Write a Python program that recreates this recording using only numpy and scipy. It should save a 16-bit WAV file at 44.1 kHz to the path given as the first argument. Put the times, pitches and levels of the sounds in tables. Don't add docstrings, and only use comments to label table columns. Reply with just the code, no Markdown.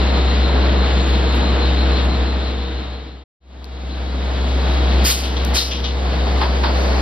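import sys
import numpy as np
from scipy import signal
from scipy.fft import rfft, irfft
from scipy.io import wavfile
from scipy.ndimage import uniform_filter1d

SR = 44100
rng = np.random.default_rng(int(sys.argv[2]) if len(sys.argv) > 2 else 0)


def master_out(mix):
    frames = np.transpose(np.atleast_2d(mix))
    ceiling = np.clip(frames, -1, 1)
    pcm = np.round(ceiling * 32767).astype(np.int16)
    wavfile.write(sys.argv[1], SR, pcm)


N = 309141


def from_db(db):
    return 10 ** (np.asarray(db) / 20)


def rms_one(x):
    return x / np.sqrt(np.mean(x ** 2) + 1e-20)


def seconds():
    return np.arange(N) / SR


def in_time(rows):
    s, *columns = np.transpose(rows)
    return [np.interp(seconds(), s, column) for column in columns]


def at_hz(points, hz, axis=1):
    points = np.array(points)
    return np.interp(np.log(hz), np.log(points[:, 0]), points[:, axis])


def before_after(pair):
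    return np.where(seconds() > 3.33, pair[1], pair[0])


def drift(rate_hz):
    step = 40
    r = np.exp(-2 * np.pi * rate_hz * step / SR)
    noise = rng.standard_normal(N // step + 2002)
    slow = signal.lfilter([1], [1, -2 * r, r * r], noise)[2000:]
    return np.interp(np.arange(N) / step, np.arange(len(slow)), rms_one(slow))


def pan(left_over_right_db):
    return from_db([[left_over_right_db / 2], [-left_over_right_db / 2]])


def stereo_noise(spectrum):
    # frequency in Hz, left-right likeness from -1 (opposite) to 1 (the same).
    likeness = [(60, 0.99), (130, 1), (290, 0.87), (640, 0.43), (1400, 0.42), (2400, 0.34), (3300, 0.88),
                (4200, .85), (4800, 1), (5500, -0.073), (6500, -1), (10000, -0.49), (12000, 0.37),
                (15000, .6)]
    mid, side = rfft(rng.standard_normal((2, N)))
    hz = np.maximum(np.arange(len(mid)) * SR / N, 1)
    alike = np.clip(at_hz(likeness, hz), -1, 1)
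    pair = np.sqrt(1 + alike) * mid + np.sqrt(1 - alike) * side * [[1], [-1]]
    return rms_one(irfft(pair * from_db(at_hz(spectrum, hz)), N))


def envelope(start, rise, t60, hold=0):
    t = seconds() - start
    attack = np.sin(np.pi / 2 * np.clip(t / max(rise, 1e-4), 0, 1)) ** 2
    return attack * from_db(-60 * np.maximum(t - rise - max(hold, 0), 0) / t60)


def resonate(x, hz, width_hz):
    r = np.exp(-np.pi * width_hz / SR)
    feed = np.array([1, 0, -1]) * (1 - r * r) / 2
    return signal.lfilter(feed, [1, -2 * r * np.cos(2 * np.pi * hz / SR), r * r], x)


def filtered(x, order, hz, kind="low"):
    return signal.sosfilt(signal.butter(order, hz, kind, fs=SR, output="sos"), x)


def engine():
    # multiple of the cycle rate, level in dB before the silence, level in dB after it.
    drone = [(8, -37, -37.5), (9, -15, -14.5), (11.06, -44.5, -40.5), (14.2, -52, -50.5),
             (15.1, -45.5, -45), (15.98, -40, -39.5), (16.84, -49, -44), (20.96, -45, -44.5),
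             (23.05, -50, -41), (25.07, -41.5, -46), (26.06, -43, -38.5), (28.65, -54, -49.5),
             (32.45, -38.5, -39.5), (36.4, -47, -43.5), (38.2, -42, -44), (42.04, -45.5, -42),
             (43, -43.5, -48), (44, -38.5, -46), (46, -47.5, -46), (48.3, -47, -50), (51.15, -50, -44.5),
             (57.4, -46, -50.5), (59.8, -53, -48), (60.2, -41, -47), (63.9, -47, -52), (65.8, -36, -37.5),
             (69.7, -49, -51), (77.6, -54.5, -50.5), (79, -51.5, -46.5), (83.9, -43.5, -44.5),
             (88, -51.5, -42), (89, -51.5, -50.5), (90.3, -48, -50), (92.7, -50.5, -53),
             (94.4, -54.5, -46.5), (98.4, -47.5, -46.5), (99, -54, -47), (102, -46, -50.5),
             (105.2, -47.5, -44.5), (111, -52, -48), (132, -47.5, -54)]
    # frequency in Hz, relative density in dB.
    clatter_colour = [(70, -12.5), (200, 1.5), (500, -3), (1000, -7.5), (1600, -20.5)]
    cycle_hz, clatter_db = 7.236, -39
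    cycles = cycle_hz * seconds() + 0.0013 * drift(1.0)
    wavers_db = [2.2 * drift(3.0) for _ in range(8)]
    tones = 0
    for k, (order, *levels_db) in enumerate(drone):
        waver_db = .4 * drift(1.5) if order == 9 else wavers_db[k % 8]
        gain = np.sqrt(2) * from_db(before_after(levels_db) + waver_db)
        tones = tones + gain * np.sin(2 * np.pi * order * cycles + rng.uniform(0, 2 * np.pi))
    colour = from_db(at_hz(clatter_colour, np.arange(1, 257) * cycle_hz))
    patterns = irfft(colour * rfft(rng.standard_normal((3, 510))), 2048)
    place = np.arange(2048) / 2048
    clatter = sum(drift(.8) * np.interp(cycles % 1, place, pattern, period=1) for pattern in patterns)
    return (tones + from_db(clatter_db) * rms_one(clatter)) * pan(1.3)


def whines(gain_db):
    # frequency in Hz, level in dB before the silence, level in dB after it,
    # spread of the waver in dB, left over right in dB.
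    tones = [(59.6, -35.5, -44, 2, 1), (192.7, -39.5, -44, 2, 1), (3346, -60, -46.5, .7, 0),
             (3391, -52.5, -57, 2, 0), (3472, -56, -64, 1.5, 0), (3650, -53, -58, 3, 0),
             (3729, -46.5, -51.5, 2.5, 0), (3772, -51.5, -63, 1, 0), (3859, -52.5, -46.5, 1, 0),
             (4104.6, -43, -52, 1.5, 0), (4412, -57.5, -66, 1, 0), (4590, -62, -60, 2, 0)]
    # time in seconds, swing of the throb as a share of the tone.
    throb_depth = [(0, .3), (1.2, .4), (2.1, .85), (2.6, .6), (7.01, .6)]
    # frequency in Hz of the whine that swells, start in seconds, rise in seconds,
    # hold in seconds, 60 dB fall time in seconds, swell in dB.
    swells = [(3472, 2.1, .08, .5, .5, 7), (3729, 2.5, .1, .5, .5, 3), (3729, 5.93, .06, .3, .5, 5)]
    throb_hz, first_dip_s = 6.07, .07
    t, depth = seconds(), np.clip(in_time(throb_depth)[0], 0, 1)
    out = 0
    for hz, before_db, after_db, waver_db, pan_db in tones:
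        shaft = 2 * np.pi * throb_hz * (t - first_dip_s) + .14 * drift(1.5)
        flutter = .55 * (hz in (3650, 3729)) * drift(9)
        flattening = (hz > 4000) * (1.8 * np.sin(shaft) + .3 * np.sin(2 * shaft))
        phase = 2 * np.pi * hz * t + .5 * drift(1.3) + flutter - flattening
        tone = np.sin(phase + rng.uniform(0, 2 * np.pi))
        throb = 1 - depth * (hz > 4000) * np.cos(shaft)
        level_db = before_after((before_db, after_db)) + waver_db * drift(15)
        level_db = level_db - 20 * (hz in (3346, 3859)) * (t > 5.06)
        for swell_hz, start, rise, hold, t60, swell_db in swells:
            if hz == swell_hz:
                level_db = level_db + swell_db * envelope(start, rise, t60, hold)
        out = out + np.sqrt(2) * from_db(level_db) * throb * tone * pan(pan_db)
    return out * from_db(gain_db)


def roar(level_db):
    # frequency in Hz, relative density in dB.
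    colour = [(30, -10.5), (70, -10), (110, -3), (200, 1.5), (400, -3), (800, -5), (1500, -9.5),
              (2200, -12.5), (3000, -15), (4000, -18), (5000, -25.5), (6000, -33), (8000, -46),
              (10500, -49), (15500, -60)]
    noise, together_db = stereo_noise(colour), .35 * drift(3)
    low, under = filtered(noise, 2, 500), filtered(noise, 2, 2500)
    bands = (low, under - low, noise - under)
    swelling = sum(band * from_db(together_db + 0.86 * drift(8.9)) for band in bands)
    return from_db(level_db) * swelling * pan(0.6)


def hiss(level_db):
    # frequency in Hz, relative density in dB.
    colour = [(4000, -14.5), (6000, 5.5), (7200, -4), (8500, -9), (10500, -9.5), (13000, -17), (15500, -23)]
    return from_db(level_db + 1.5 * drift(5)) * stereo_noise(colour)


def narrow_hiss(level_db):
    hz, width_hz = 6870, 590
    once = resonate(stereo_noise([(300, 0.00043), (15000, 0.0033)]), hz, width_hz)
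    return from_db(level_db + 1.5 * drift(2)) * rms_one(resonate(once, hz, width_hz))


def rolling(level_db):
    # frequency in Hz, relative density in dB.
    colour = [(150, -11.5), (350, 6.5), (700, 7), (1300, -3.5), (2200, -4.5), (3500, -19), (4800, -8.5),
              (6000, -29), (12000, -45)]
    left, right = from_db(level_db + 0.36 * drift(11)) * stereo_noise(colour)
    return np.array([left, np.roll(right, 10)])


def clicks():
    # time in seconds, impulse level in dB, lowest frequency in Hz, ringing frequency in Hz,
    # ringing level in dB.
    rows = [(.828, -33, 5000, 7000, 5.5), (1.325, -26, 7030, 9760, 11), (3.644, -7.5, 900, 4480, 21.5),
            (3.654, -14, 1200, 5900, 15.5), (5.450, 0, 5500, 6300, 10)]
    out = 0
    for start, level_db, low_hz, ring_hz, ring_db in rows:
        click = np.full((2, N), 1e-18)
        click[:, round(start * SR)] = from_db(level_db) * np.array([1, .2])
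        snap = filtered(click, 2, [low_hz, 13000], "band")
        out = out + snap + from_db(ring_db) * resonate(click, ring_hz, 700)
    return out


def treble_puffs():
    # start in seconds, level in dB, 60 dB fall time in seconds, lowest frequency in Hz.
    rows = [(1.05, -49, 0.74, 9400), (1.34, -45, 0.23, 8000), (1.80, -51.5, 0.14, 9100),
            (1.89, -53.5, 0.055, 9060), (2.035, -48, 0.14, 6960), (5.455, -34, 0.23, 11560),
            (5.795, -36, 0.1, 12000)]
    noise, out = stereo_noise([(3000, -4.0), (8000, 17), (15000, -1.5)]), 0
    for start, level_db, t60, low_hz in rows:
        puff = from_db(level_db) * envelope(start, t60 / 20, t60) * noise
        out = out + filtered(puff + 1e-18, 4, low_hz, "high")
    return out


def chirp():
    # start in seconds, length in seconds, first frequency in Hz, last frequency in Hz, level in dB.
    rows = [(3.894, .038, 2600, 4150, -34.5), (3.93, .016, 3200, 4350, -33.5)]
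    out, hoarse_db, wobble = 0, 2.0 * drift(120), .5 * drift(150)
    for start, length, from_hz, to_hz, level_db in rows:
        share = np.clip((seconds() - start) / length, 0, 1)
        hz = to_hz + (from_hz - to_hz) * (1 - share) ** 3
        phase = 2 * np.pi * np.cumsum(hz) / SR
        out = out + from_db(level_db + hoarse_db) * np.sin(np.pi * share) ** .4 * np.sin(phase + wobble)
    return out * pan(0)


def brake_air():
    # frequency in Hz, relative density in dB.
    body_colour = [(400, 3), (1000, 5), (1600, 4.5), (2300, 8), (3200, 9), (4000, 5.5), (5000, 3),
                   (6200, 5), (8000, -81)]
    top_colour = [(3000, -38.5), (5000, -19.5), (6500, 0.5), (7600, -5), (9000, -6.5), (10500, -7),
                  (12500, -11.5), (14000, -13), (15700, -13.5)]
    # start in seconds, level in dB, build-up in seconds, build-up in dB, 60 dB fall time in seconds,
    # thinness from 0 to 1, treble in dB, very top over treble in dB, upper nozzle tone in dB,
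    # lower nozzle tone in dB, echo in dB.
    blasts = [(5.035, -14.5, 0.047, 2.5, 0.5, 0.05, 0, 4.5, -1, -3, -19),
              (5.532, -11.5, 0.026, 5, 0.45, 0.5, -7, -4.5, -8, 2.5, -13.5)]
    # delay in seconds after start and build-up, gain in dB, rise in seconds,
    # 60 dB fall time in seconds, strongest frequency in Hz.
    walls = [(0.146, -1, 0.016, 0.4, 3110), (.277, -2, .011, 0.3, 3600)]
    valve_s = 0.037
    t, out = seconds(), 0
    smooth = stereo_noise(body_colour)
    body = smooth * from_db(1.0 * drift(50))
    top = stereo_noise(top_colour) * from_db(0.96 * drift(35))
    very_top = filtered(top, 2, 10500, "high")
    low = signal.sosfiltfilt(signal.butter(2, 2800, fs=SR, output="sos"), body)
    edge = 2.1 * resonate(body, 5100, 660)
    cough = rms_one(resonate(smooth, 1500, 1300)) * pan(-4)

    def nozzle(hz):
        return rms_one(resonate(resonate(body, hz, 1100), hz, 1100)) / 2

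    upper, lower = nozzle(4760), nozzle(4100) * pan(4)
    echoes = []
    for *_, hz in walls:
        coloured = smooth + from_db(7) * resonate(smooth, hz, 1100)
        echoes.append(coloured * pan(0.5) + from_db(-28) * top)

    for (start, level_db, build, build_db, t60, thin, treble_db, top_db, upper_db, lower_db,
         echo_db) in blasts:
        growing = from_db(-build_db * np.clip(1 - (t - start - valve_s) / build, 0, 1))
        thinned = body + np.clip(thin, 0, 1) * (edge - low)
        jet = growing * envelope(start, valve_s, t60, build) * thinned
        jet = jet + from_db(upper_db) * growing * envelope(start, valve_s, 0.41, build) * upper
        swell_s = .03
        lower_shape = envelope(start + valve_s + build - swell_s, swell_s, 0.18)
        jet = jet + from_db(lower_db) * lower_shape * lower
        jet = jet + from_db(-11) * envelope(start + valve_s / 2, valve_s / 2, 0.18) * cough
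        spray = envelope(start, valve_s, 0.35, build) * (top - very_top)
        very_top_shape = np.sqrt(growing) * envelope(start, valve_s, .25, .03)
        spray = spray + from_db(top_db) * very_top_shape * very_top
        back = 0
        for (delay, gain_db, rise, fall, _), echo in zip(walls, echoes):
            back = back + from_db(gain_db) * envelope(start + build + delay, rise, fall) * echo
        blast = jet * pan(-2) + from_db(treble_db) * spray + from_db(echo_db) * back
        out = out + from_db(level_db) * blast
    return out


def clanks():
    # start in seconds, level in dB, decay scale in seconds (each part takes a share), crack in dB.
    blows = [(6.05, -34, 0.23, -9), (6.119, -40.5, .2, -11), (6.262, -31.5, 0.19, -15),
             (6.408, -20.5, 0.35, -10.5), (6.631, -20.5, 0.37, -11.5), (6.745, -35, 0.24, 3.5),
             (6.835, -34.5, .3, -12)]
    # mode frequency in Hz, width in Hz (scaled for each use), level in dB.
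    wheel_modes = [(380, 200, -6), (730, 330, -2), (935, 240, 2), (1200, 480, 1), (1530, 460, -3.5),
                   (1940, 600, -8.5), (2480, 900, -7), (3230, 900, -11.5), (4280, 1100, -9.5)]
    bounce_s, bounce_db = 0.024, -5
    strike_s, strike_db = .007, 16.5
    noise = stereo_noise([(300, 14.5), (5000, -2.0), (6000, -22.0), (15000, -11.0)])
    modes = []
    for hz, width, mode_db in wheel_modes:
        smeared = resonate(resonate(noise, hz, width), hz, 4.9 * width)
        modes.append(rms_one(smeared) * from_db(mode_db))
    crack = rms_one(filtered(noise, 3, [1500, 4900], "band"))
    strengths = from_db(rng.normal(0, 0.3, (len(blows), len(modes))))
    out = 0
    for (start, level_db, decay, crack_db), strength in zip(blows, strengths):
        ring = sum(gain * mode for gain, mode in zip(strength, modes))
        snap = envelope(start, 0.0056, 0.17 * decay)
        snap = snap + from_db(bounce_db) * envelope(start + bounce_s, .007, .3 * decay)
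        blow = envelope(start, 0.0084, 0.84 * decay, 0.0087) * ring + from_db(crack_db) * snap * crack
        out = out + from_db(level_db) * blow
        strike = np.full(N, 1e-18)
        strike[round((start + strike_s) * SR)] = from_db(level_db + strike_db)
        for gain, (hz, width, mode_db) in zip(strength, wheel_modes):
            out = out + gain * from_db(mode_db) * resonate(strike, hz, width / 2)
    return out


def scene():
    # time in seconds, level in dB.
    train = [(0, -32), (1, -43), (3.3, -47.5), (3.35, -31.5), (5.9, -29.5), (6.3, -27), (7.01, -22.5)]
    train_db, = in_time(train)
    nearer_db = np.maximum(train_db - train_db[round(5.9 * SR)], 0)
    tones = engine() + whines(-0.36 * nearer_db)
    steady = roar(before_after((-22.5, -24.5))) + narrow_hiss(before_after((-52, -51.5)))
    steady = steady + hiss(before_after((-70.5, -49)) + 0.6 * nearer_db)
    details = clicks() + treble_puffs() + chirp()
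    return tones + steady + rolling(train_db) + details + brake_air() + clanks()


def gain_control(x):
    knee_db, slope = -24, 0.92
    attack, release, slow_attack, slow_release = 0.0072, 0.2, 0.21, 0.81
    slow_share = 0.5
    step = 64
    bright = filtered(x, 2, 1500, "high")
    power = uniform_filter1d(np.mean(bright ** 2, axis=0), size=441)[::step]
    level_db = 10 * np.log10(power + 1e-12)
    fast = slow = 0
    cut_db = []
    for over in slope * np.maximum(level_db - knee_db, 0):
        fast += (over - fast) * step / SR / (attack if over > fast else release)
        slow += (over - slow) * step / SR / (slow_attack if over > slow else slow_release)
        cut_db.append((1 - slow_share) * fast + slow_share * slow)
    return x * from_db(-np.interp(np.arange(N) / step, np.arange(len(cut_db)), cut_db))


def fade():
    t = seconds()
    start, zero, cut, cut_length = 1.93, 3.384, 3.236, 0.0078
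    back, full = 3.402, 5.013
    down = np.clip((zero - t) / (zero - start), 0, 1) ** 1.24
    down = down * np.clip((cut + cut_length / 2 - t) / cut_length, 0, 1)
    sagging = from_db(0.92 - 0.51 * np.maximum(t - full, 0))
    return down + np.clip((t - back) / (full - back), 0, 1) ** 1.12 * sagging


def record(dry):
    # frequency in Hz, left over right in dB, lag of the left in radians.
    ports = [(50, -0.5, 0.1), (320, 1, 0.12), (1040, -1.5, 0.38), (2420, -0.5, 0.088), (2930, 3.5, 0.81),
             (4280, 8.5, 0.98), (4340, 6, 0.041), (4630, 5.5, 0.99), (5500, 3, 0.86), (6300, 0.5, 0.51),
             (16000, 0.5, 0.2)]
    # frequency in Hz, sum in dB, difference in dB.
    matrix = [(5000, 0, 0.5), (5680, -0.5, 2), (6020, -3, 1), (6265, -9.5, 1.5), (7200, -46.5, 2.5),
              (7700, -50, 5.5), (8500, -44.5, 6), (9380, -15.5, 2.5), (9840, 0.5, -0.5), (10630, -0.5, 0.5),
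              (11800, 0.5, -3.5), (12500, 2, -11.5), (16000, -2, -18)]
    left, right = rfft(dry)
    hz = np.maximum(np.arange(len(left)) * SR / N, 1)
    left = left * from_db(at_hz(ports, hz)) * np.exp(-1j * at_hz(ports, hz, axis=2))
    mid = (left + right) / 2 * from_db(at_hz(matrix, hz))
    side = (left - right) / 2 * from_db(at_hz(matrix, hz, axis=2))
    faded = gain_control(irfft([mid + side, mid - side], N)) * fade()
    top_cut = signal.cheby2(14, 45, 15853, fs=SR, output="sos")
    return signal.sosfilt(top_cut, faded)


dry = scene()
out = record(dry)
master_out(out)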